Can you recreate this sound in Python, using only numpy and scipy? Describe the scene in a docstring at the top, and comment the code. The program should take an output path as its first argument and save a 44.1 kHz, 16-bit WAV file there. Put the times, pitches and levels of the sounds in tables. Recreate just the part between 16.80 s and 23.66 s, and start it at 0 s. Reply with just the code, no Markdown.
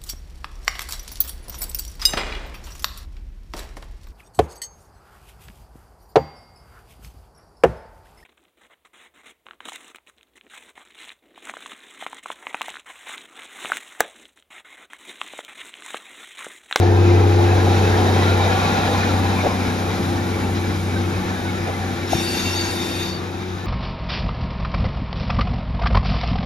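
"""A diesel railcar's engine drone, rolling roar and cooling-air hiss pull away from an open platform.
Crank-speed orders make the exhaust and engine tones; shaped, flickering noise makes the roar and hiss.
Thin whines and a few low thuds pass. Near the end an air valve knocks open and blows through a short
pipe for a second: a noise jet plus ringing pipe resonances. Stereo is narrow in the lows, wider above."""
import sys
import numpy as np
from scipy import signal
from scipy.fft import rfft, irfft, next_fast_len
from scipy.io import wavfile

SR = 44100
rng = np.random.default_rng(int(sys.argv[2]) if len(sys.argv) > 2 else 0)


def dump_mix(stems):
    """Bounce the given channels to the path in sys.argv[1] as a 16-bit WAV at rate SR."""
    frames = np.atleast_2d(stems).T  # one column per channel
    limited = np.clip(frames, -1, 1)  # hard clip at full scale
    pcm = np.round(limited * 32767).astype(np.int16)
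    wavfile.write(sys.argv[1], SR, pcm)


N = 302526


def from_db(db):
    """Amplitude gain of a level in dB."""
    return 10 ** (np.asarray(db) / 20)


def rms_one(x):
    """Scale to unit power."""
    return x / np.sqrt(np.mean(x ** 2) + 1e-20)


def after(start_s):
    """Seconds since start_s, zero before it."""
    return np.maximum(np.arange(N) / SR - start_s, 0)


def ramp(start_s, rise_s):
    """Straight rise from 0 to 1."""
    return np.clip(after(start_s) / rise_s, 0, 1)


def bell(center_s, spread_s):
    """Gaussian swell of peak 1."""
    return np.exp(-0.5 * ((after(0) - center_s) / spread_s) ** 2)


def in_time(rows):
    """Interpolate each column of a time table to every sample."""
    time_s, *columns = np.transpose(rows)
    return [np.interp(np.arange(N) / SR, time_s, column) for column in columns]


def shaped(x, points):
    """Filter by (frequency [Hz], gain [dB]) points joined on a log-frequency axis."""
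    size = next_fast_len(N + 8192)
    hz = np.maximum(np.arange(size // 2 + 1) * SR / size, 1)
    point_hz, point_db = np.transpose(points)
    gain = from_db(np.interp(np.log(hz), np.log(point_hz), point_db))
    return irfft(rfft(x, size) * gain, size)[..., :N]


def drift(rate_hz):
    """Slow random curve of RMS 1: white noise through a two-pole low-pass at SR / 40."""
    r = np.exp(-80 * np.pi * rate_hz / SR)
    white = rng.standard_normal(N // 40 + 2002)
    slow = signal.lfilter([1], [1, -2 * r, r * r], white)[2000:]  # settled part
    return np.interp(np.arange(N) / 40, np.arange(len(slow)), rms_one(slow))


def noise(spectrum, patchy_db):
    """Two unrelated draws of coloured noise that flicker together."""
    coloured = rms_one(shaped(rng.standard_normal((2, N)), spectrum))
    return coloured * from_db(patchy_db * drift(12.7))


def whistles(modes, flicker_db, wander=0):
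    """Noise-driven resonances, each with its own flicker; pitch strays by the share wander."""
    out, steps = np.zeros((2, N)), np.arange(N)
    for hz, width_hz, level_db in modes:
        r = np.exp(-np.pi * width_hz / SR)
        poles = [1, -2 * r * np.cos(2 * np.pi * hz / SR), r * r]
        ringing = signal.lfilter([1, 0, -1], poles, rng.standard_normal((2, N)))
        if wander:
            slip = np.cumsum(wander * drift(1.2))
            read = np.abs(steps + slip - slip[-1] * steps / N)  # ends in step again
            ringing = np.array([np.interp(read, steps, row) for row in ringing])
        level = from_db(level_db + flicker_db * drift(8.5))
        out += level * np.sqrt(width_hz) * rms_one(ringing)
    return rms_one(out)


def tone(phase):
    """A sine; its shared and differing parts stand a quarter cycle apart."""
    return np.sqrt(2) * np.array([np.sin(phase), np.cos(phase)])


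# Crankshaft speed as heard, sinking as the train draws away: (time [s], speed [turns/s])
CRANK_SPEED = [(0, 31.68), (.65, 31.6), (1.45, 31.4), (2.65, 31.28), (3.85, 31.2), (4.65, 31.1),
               (5.85, 30.93), (6.86, 30.78)]


def crank_angle():
    """Crank angle in radians: running sum of the speed."""
    return 2 * np.pi * np.cumsum(in_time(CRANK_SPEED)[0]) / SR


# Roof exhaust, firing note (3rd order): (time [s], level [dB])
FIRING_LEVEL = [(0.0, -12.5), (0.05, -14.5), (0.32, -12.5), (1.18, -18), (1.57, -18), (1.97, -26.5),
                (2.33, -20), (2.64, -24), (2.69, -28), (2.86, -25), (2.92, -28), (3.36, -24.5),
                (3.44, -24.5), (4.24, -24), (4.57, -31), (4.87, -26), (4.97, -30), (5.06, -26.5),
                (5.16, -31.5), (5.6, -33), (5.66, -26.5), (5.98, -32), (6.04, -39), (6.09, -32),
                (6.74, -31.5), (6.86, -37)]
# Mean levels under random swells:
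# (time [s], 6th order [dB], 7.5th [dB], 8th [dB], 9th [dB], 11th [dB])
OVERTONE_LEVELS = [(0, -32, -36, -33, -34, -23), (.6, -37, -46, -38, -31, -22),
                   (1.0, -35, -29, -39, -38, -29.5), (1.4, -42, -31.5, -37, -40, -27),
                   (2.2, -34, -37, -35.5, -39.5, -40.5), (3.1, -31.5, -40, -35.5, -36, -32),
                   (3.8, -36, -39, -37, -40, -33), (4.4, -33.5, -40, -38, -46, -32),
                   (5.2, -37.5, -52, -35, -45, -35.5), (6, -38.5, -56, -42.5, -43, -32.5),
                   (6.86, -39.5, -50, -59, -48, -40.5)]
# Overtone multiples of crank speed, in column order: (order [1], ...)
OVERTONE_MULTIPLES = (6, 7.5, 8, 9, 11)
OVERTONE_SWELL_DB, OVERTONE_SWELL_RATE_HZ = 2.5, 5.5


def exhaust(crank):
    """Firing note at three pulses per turn, plus randomly swelling overtones."""
    starts = rng.uniform(0, 2 * np.pi, 1 + len(OVERTONE_MULTIPLES))
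    firing_db, = in_time(FIRING_LEVEL)
    out = from_db(firing_db) * tone(3 * crank + starts[0])
    for order, level_db, start in zip(OVERTONE_MULTIPLES, in_time(OVERTONE_LEVELS), starts[1:]):
        swell_db = OVERTONE_SWELL_DB * drift(OVERTONE_SWELL_RATE_HZ)
        out += from_db(level_db + swell_db) * tone(order * crank + start)
    return out


# Engine-block orders; half orders come from uneven cylinders:
# (multiple of crank speed [1], relative level [dB], extra once far [dB])
BLOCK_ORDERS = [(2, -6.5, 9.5), (4.5, -4.5, 8.5), (5, -6, 17), (6.5, 0.5, 9.5), (7, -10.5, 20.5),
                (10, 2.5, -6.5), (11.5, -0.5, -13), (12, -1.5, 8), (13, 4, -17), (13.5, 4, -15),
                (14, -0.5, 9), (14.5, -4.5, -18), (15, -5, -11), (15.5, -5, 0.5), (16, -8.5, 6),
                (17, -5, -19)]
GROWL_DB, GROWL_FADE_DB_PER_S, FAR_BY_S = -35, 2.45, 3.03
HIDDEN_FROM_S, HIDDEN_BY_S, HIDDEN_DB = 1.16, 2.86, -13.5


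def engine_block(crank):
    """Crank orders that swell as the cylinders vary; the block passes and is soon hidden."""
    hidden = ramp(HIDDEN_FROM_S, HIDDEN_BY_S - HIDDEN_FROM_S)
    growl_db = GROWL_DB + HIDDEN_DB * hidden - GROWL_FADE_DB_PER_S * after(HIDDEN_BY_S)
    far = ramp(0, FAR_BY_S)
    out = np.zeros((2, N))
    for order, level_db, far_db in BLOCK_ORDERS:
        swell_db = growl_db + level_db + far * far_db + 2.56 * drift(3.1)
        phase = order * crank + rng.uniform(0, 2 * np.pi) + 0.32 * drift(4.0)
        out += from_db(swell_db) * tone(phase)
    return out


TAIL_PASSES_S = 4.4  # last car is by
# Injector resonances: (frequency [Hz], width [Hz], relative level per Hz [dB])
RASP_MODES = [(3710, 91, -2), (3884, 135, -0.5), (4070, 98, -10), (3234, 155, -5), (2400, 120, -14.5)]
RASP_DB, RASP_FADE_DB_PER_S = -47, 1.5
RASP_ABREAST_DB, ABREAST_S, ABREAST_SPREAD_S = -37, 1.64, 0.47


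def injector_rasp():
    """Wandering noise-driven resonances, loudest abreast, fading once the last car is by."""
    steady = from_db(RASP_DB - RASP_FADE_DB_PER_S * after(TAIL_PASSES_S))
    passing = from_db(RASP_ABREAST_DB) * bell(ABREAST_S, ABREAST_SPREAD_S)
    return (steady + passing) * whistles(RASP_MODES, flicker_db=3.5, wander=0.015)


# Rolling roar: (frequency [Hz], relative level per Hz [dB])
ROAR_SPECTRUM = [(200, -66), (480, 3), (600, -2), (680, -2.5), (770, 6), (880, 1), (1000, -5.5),
                 (1200, -22), (2500, -64)]
# Fluttering resonances within the roar: (frequency [Hz], width [Hz], relative level per Hz [dB])
HOWL_MODES = [(739, 34, 1.5), (795, 40, -6.5), (818, 29, 1.5), (968, 35, -6.5)]
HOWL_RE_ROAR_DB, HOWL_FADE_DB_PER_S = 0, 2.5  # level at time 0


def rolling_roar(roar_db):
    """Wheel and gearbox noise with a howl of resonances that fades against it."""
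    roar = noise(ROAR_SPECTRUM, patchy_db=1.5)
    howl = whistles(HOWL_MODES, flicker_db=3.5, wander=0.02)
    howl_db = HOWL_RE_ROAR_DB - HOWL_FADE_DB_PER_S * after(0)
    return from_db(roar_db) * (roar + from_db(howl_db) * howl)


# Cooling air: (frequency [Hz], relative level per Hz [dB])
HISS_SPECTRUM = [(900, -1.5), (1200, -1), (1400, 3), (1600, -1.5), (2400, -4.5), (2800, -8.5), (3400, -9),
                 (3800, -5), (4300, -11.5), (5500, -13), (7000, -16.5), (9000, -49)]
# Narrow rail and wheel resonances: (frequency [Hz], width [Hz], relative level per Hz [dB])
STREAK_MODES = [(1028, 45, 0.5), (1160, 18, 3.5), (1330, 18, 0.5), (1562, 26, 0.5), (1696, 22, 2.5),
                (1827, 20, 0), (2060, 16, -0.5), (2212, 32, -2.5), (2336, 40, -1), (2486, 37, -2),
                (2606, 32, -7.5)]
STREAKS_RE_HISS_DB = -5


def cooling_hiss(hiss_db):
    """Broad air noise with flickering streaks of rail and wheel ringing."""
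    hiss = noise(HISS_SPECTRUM, patchy_db=0.98)
    streaks = whistles(STREAK_MODES, flicker_db=5.5, wander=0.025)
    return from_db(hiss_db) * (hiss + from_db(STREAKS_RE_HISS_DB) * streaks)


# Treble air: (frequency [Hz], relative level per Hz [dB])
TREBLE_SPECTRUM = [(5000, -25), (7000, 4), (8500, 3), (10500, 0), (13300, -4), (14200, -3), (16500, -4)]
# Air leaking through a duct, near-even spacing: (frequency [Hz], width [Hz], relative level per Hz [dB])
DUCT_MODES = [(5030, 150, 0), (6060, 120, -2), (7090, 120, -4), (8110, 120, -4), (9130, 150, -7),
              (10130, 150, -12)]
DUCT_RE_TREBLE_DB = -3


def treble_air(treble_db):
    """Treble air noise with the faint whistle of leaking air exciting duct resonances."""
    air = noise(TREBLE_SPECTRUM, patchy_db=0.6)
    duct = whistles(DUCT_MODES, flicker_db=2.2)
    return from_db(treble_db) * (air + from_db(DUCT_RE_TREBLE_DB) * duct)


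# Broad noise levels; the treble lifts during the valve blow, then drops:
# (time [s], roar [dB], hiss [dB], treble air [dB])
BROAD_NOISE_LEVELS = [(0, -29, -31.5, -49), (.5, -27.5, -29, -46), (1, -24, -27, -42), (2, -24, -26, -41.5),
                      (2.5, -27.5, -27.5, -42), (3.1, -31, -30.5, -43.5), (4.2, -34.5, -32, -45),
                      (5.2, -35, -32, -46), (6.1, -35.5, -31, -42), (6.35, -38, -35.5, -52),
                      (6.86, -41, -36.5, -53)]


def broad_noises():
    """Roar, hiss and treble air, each on its own level curve, over the rumble."""
    roar_db, hiss_db, treble_db = in_time(BROAD_NOISE_LEVELS)
    return rolling_roar(roar_db) + cooling_hiss(hiss_db) + treble_air(treble_db) + rumble()


# Valve jet: (frequency [Hz], relative level per Hz [dB])
JET_SPECTRUM = [(800, -30), (1500, 0), (3000, -2), (5000, -5), (7000, -10), (9000, -13), (12000, -14),
                (13800, -19), (16500, -23)]
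# Pipe resonances: (frequency [Hz], width [Hz], relative level per Hz [dB])
PIPE_MODES = [(1850, 70, -9), (2290, 120, -11), (5545, 55, -3), (6485, 60, -4), (7430, 110, -9),
              (8430, 80, -5), (9430, 200, -19), (10370, 120, -17), (11350, 100, -18), (12400, 140, -22),
              (13050, 80, -21)]
# Lowest clear pipe tone: (frequency [Hz], width [Hz], relative level per Hz [dB])
BOTTOM_MODE = (2720, 30, 0)
# It builds until 5.68 s, then wavers at a lower level: (time [s], level re other pipe tones [dB])
BOTTOM_TONE_LEVEL = [(5.3, -12), (5.42, -7), (5.56, -4), (5.68, -3), (5.74, -7), (5.92, -6), (6.0, -12),
                     (6.11, -6), (6.3, -10)]
# Blow surges: (time [s], rise [dB], spread [s])
BLOW_SURGES = [(5.59, 1.5, 0.033), (5.81, 0.5, 0.042), (6.23, 3, 0.04)]
OPENS_S, ATTACK_S, BLOW_DB, JET_RE_PIPE_DB = 5.27, 0.03, -32, -1
SAGS_FROM_S, SAG_DB_PER_S = 5.57, 10
SHUTS_S, RELEASE_DB_PER_S = 6.28, 128
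PIPE_DELAY_S = 0.023  # pipe tones build after the jet


def valve_blow():
    """Air jet and the pipe tones it blows: fast opening, hold, pressure sag, shut."""
    jet = noise(JET_SPECTRUM, patchy_db=0.4)
    pipe = whistles(PIPE_MODES, flicker_db=2.8)
    bottom_db, = in_time(BOTTOM_TONE_LEVEL)
    pipe += from_db(bottom_db) * whistles([BOTTOM_MODE], flicker_db=1.0)
    flow_db = BLOW_DB - SAG_DB_PER_S * after(SAGS_FROM_S)
    for center_s, rise_db, spread_s in BLOW_SURGES:
        flow_db = flow_db + rise_db * bell(center_s, spread_s)
    blow = ramp(OPENS_S, ATTACK_S) * from_db(flow_db - RELEASE_DB_PER_S * after(SHUTS_S))
    building = ramp(OPENS_S + PIPE_DELAY_S, ATTACK_S)
    return blow * (building * pipe + from_db(JET_RE_PIPE_DB) * jet)


# Two strongest pipe tones: (frequency [Hz], width [Hz], relative level per Hz [dB])
LOWER_MODES = [(3635, 45, 0), (3700, 45, -3)]
UPPER_MODES = [(4568, 40, 0)]
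# They lead in turn, before the shared gain: (time [s], lower [dB], upper [dB])
SINGING_LEVELS = [(5.26, -55, -59), (5.272, -51, -68), (5.314, -40, -46), (5.4, -37, -47),
                  (5.456, -40, -37), (5.522, -41, -41), (5.58, -31.5, -38.5), (5.66, -41, -34),
                  (5.718, -38, -43), (5.794, -35, -33), (5.818, -40, -34.5), (6.05, -37.5, -46.5),
                  (6.136, -42, -44), (6.202, -34, -45), (6.274, -39, -41), (6.358, -47, -42),
                  (6.44, -56, -72), (6.5, -66, -60)]
SINGING_GAIN_DB, SINGING_ENDS_S = 4, 6.4  # outlasts the jet


def pipe_singing():
    """Two narrow pipe resonances swelling by turns, building after the jet."""
    lower_db, upper_db = in_time(SINGING_LEVELS)
    lower = from_db(lower_db) * whistles(LOWER_MODES, flicker_db=1.2, wander=0.003)
    upper = from_db(upper_db) * whistles(UPPER_MODES, flicker_db=1.0, wander=0.003)
    building = ramp(OPENS_S + PIPE_DELAY_S, ATTACK_S)
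    dying = from_db(SINGING_GAIN_DB - RELEASE_DB_PER_S * after(SINGING_ENDS_S))
    return building * dying * (lower + upper)


# Knocks as the valve opens: (time [s], peak [dB], frequency [Hz], spread [ms])
VALVE_KNOCKS = [(5.279, -36, 5450, 5), (5.325, -15.5, 270, 2.5), (5.3336, -5.5, 740, 1.5),
                (5.3525, -9.5, 150, 2.4), (5.358, -20, 330, 3.5)]


def valve_knocks():
    """Short bursts of one pitch, each under a bell-shaped swell."""
    t, out = np.arange(N) / SR, np.zeros(N)
    for center_s, peak_db, hz, spread_ms in VALVE_KNOCKS:
        cycles = np.cos(2 * np.pi * hz * (t - center_s))
        out += from_db(peak_db) * bell(center_s, spread_ms / 1000) * cycles
    return out


# Rail joints at 2.655, 4.888 and 5.94 s, body of the valve knock at 5.334 s:
# (time [s], level [dB], spread [ms], thud frequency [Hz])
THUDS = [(2.655, -27.5, 15, 740), (4.888, -28.5, 13, 465), (5.334, -25, 8.5, 500), (5.94, -33, 10, 616)]
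# Thud noise: (frequency [Hz], relative level per Hz [dB])
CLUNK_SPECTRUM = [(80, -33), (150, -21), (450, 6), (750, 8), (950, -6), (1600, -50)]
PITCH_RE_NOISE_DB = -2


def thuds():
    """Low noise and one pitch under a short bell-shaped swell."""
    t, out = np.arange(N) / SR, np.zeros((2, N))
    clunk = noise(CLUNK_SPECTRUM, patchy_db=5.0)
    for center_s, level_db, spread_ms, thud_hz in THUDS:
        pitch = from_db(PITCH_RE_NOISE_DB) * tone(2 * np.pi * thud_hz * (t - center_s))
        out += from_db(level_db) * bell(center_s, spread_ms / 1000) * (clunk + pitch)
    return out


# Thin whines: (start [s], end [s], first pitch [Hz], last pitch [Hz], level [dB], waver [Hz])
WHINE_GLIDES = [(-.2, .55, 1575, 1565, -45, 4), (.12, .22, 1575, 1570, -37, 4),
                (.1, .35, 2560, 2540, -45, 10), (1.1, 2.3, 1412, 1398, -36, 22),
                (1.0, 1.6, 1690, 1720, -43, 25), (1.7, 2.25, 1680, 1750, -42, 25),
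                (1.85, 2.5, 2560, 2420, -43, 30), (2.4, 4.4, 2400, 2300, -51, 40),
                (4.3, 4.85, 840, 830, -43, 10), (4.4, 5.4, 1640, 1850, -43.5, 12),
                (5.0, 7.6, 368, 364, -37, .8)]


def whines():
    """Gliding sines of wavering pitch, each under one unsteady swell."""
    t, out = np.arange(N) / SR, np.zeros((2, N))
    for start_s, end_s, first_hz, last_hz, level_db, waver_hz in WHINE_GLIDES:
        along = np.clip((t - start_s) / (end_s - start_s), 0, 1)
        hz = first_hz + (last_hz - first_hz) * along + waver_hz * drift(12)
        arch = np.sqrt(np.sin(np.pi * along) + 1e-12)
        out += from_db(level_db + 2.2 * drift(8)) * arch * tone(2 * np.pi * np.cumsum(hz) / SR)
    return out


# Rumble: (frequency [Hz], relative level per Hz [dB])
RUMBLE_SPECTRUM = [(20, -50), (33, -35), (48, -10), (62, -3.5), (80, -2), (105, 2.5), (130, -3.5),
                   (200, -0.5), (300, 0.5), (450, -5.5), (600, -17.5), (1500, -73)]
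RUMBLE_DB, RUMBLE_FADE_DB_PER_S = -28.5, 3


def rumble():
    """Low noise, level until the last car is by, then fading."""
    level_db = RUMBLE_DB - RUMBLE_FADE_DB_PER_S * after(TAIL_PASSES_S)
    return from_db(level_db) * noise(RUMBLE_SPECTRUM, patchy_db=1.5)


# Stereo difference; narrow lows, treble bands that swing between in step and opposed:
# (frequency [Hz], difference over sum [dB])
STEREO_DIFFERENCE = [(60, -41), (140, -18), (320, -12.5), (740, -4), (1300, 0.5), (1900, -1), (2600, -4),
                     (4300, -4.5), (5800, -5.5), (7300, 1.5), (7750, 19.5), (8700, 36), (9100, -0.5),
                     (10000, 1.5), (10500, -35), (12300, -6), (13500, -9), (14000, 18), (14600, 45),
                     (17000, 49)]
# Stereo balance: (frequency [Hz], left over right [dB])
STEREO_BALANCE = [(60, 1.2), (200, 1.6), (370, 3), (670, 0), (2200, .5), (4100, 2), (7500, .5), (16000, 0)]
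# Train moves over to the left as it leaves: (time [s], left over right [dB])
TRAIN_TURN = [(0, .3), (1.2, -0.2), (2.6, 0.5), (4, 0.2), (6.86, 1.3)]
QUARTER_CYCLE_SHARE = 0.51  # part of the difference that is the shared sound, a quarter cycle off


def stereo(common, differing):
    """Left and right from the shared and differing sound, split by frequency at constant power."""
    quarter_off = -signal.hilbert(common, next_fast_len(N)).imag[:N]
    differing = np.sqrt(1 - QUARTER_CYCLE_SHARE ** 2) * differing + QUARTER_CYCLE_SHARE * quarter_off
    sum_points = [(hz, -10 * np.log10(1 + from_db(db) ** 2)) for hz, db in STEREO_DIFFERENCE]
    side_points = [(hz, sum_db + db) for (hz, sum_db), (_, db) in zip(sum_points, STEREO_DIFFERENCE)]
    mid, side = shaped(common, sum_points), shaped(differing, side_points)
    left = shaped(mid + side, [(hz, db / 2) for hz, db in STEREO_BALANCE])
    right = shaped(mid - side, [(hz, -db / 2) for hz, db in STEREO_BALANCE])
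    turn = from_db(in_time(TRAIN_TURN)[0] / 2)
    return np.array([turn * left, right / turn])


def scene():
    """Sum the sources (row 0 shared by both channels, row 1 differing) and spread them in stereo."""
    crank = crank_angle()
    engine = exhaust(crank) + engine_block(crank) + injector_rasp()
    valve = valve_blow() + pipe_singing() + valve_knocks()
    common, differing = engine + broad_noises() + valve + thuds() + whines()
    return stereo(common, differing)


CUTOFF_HZ = 15680


def record(dry):
    """Steep elliptic low-pass."""
    return signal.sosfilt(signal.ellip(12, 0.5, 80, CUTOFF_HZ, fs=SR, output="sos"), dry)


dry = scene()
out = record(dry)
dump_mix(out)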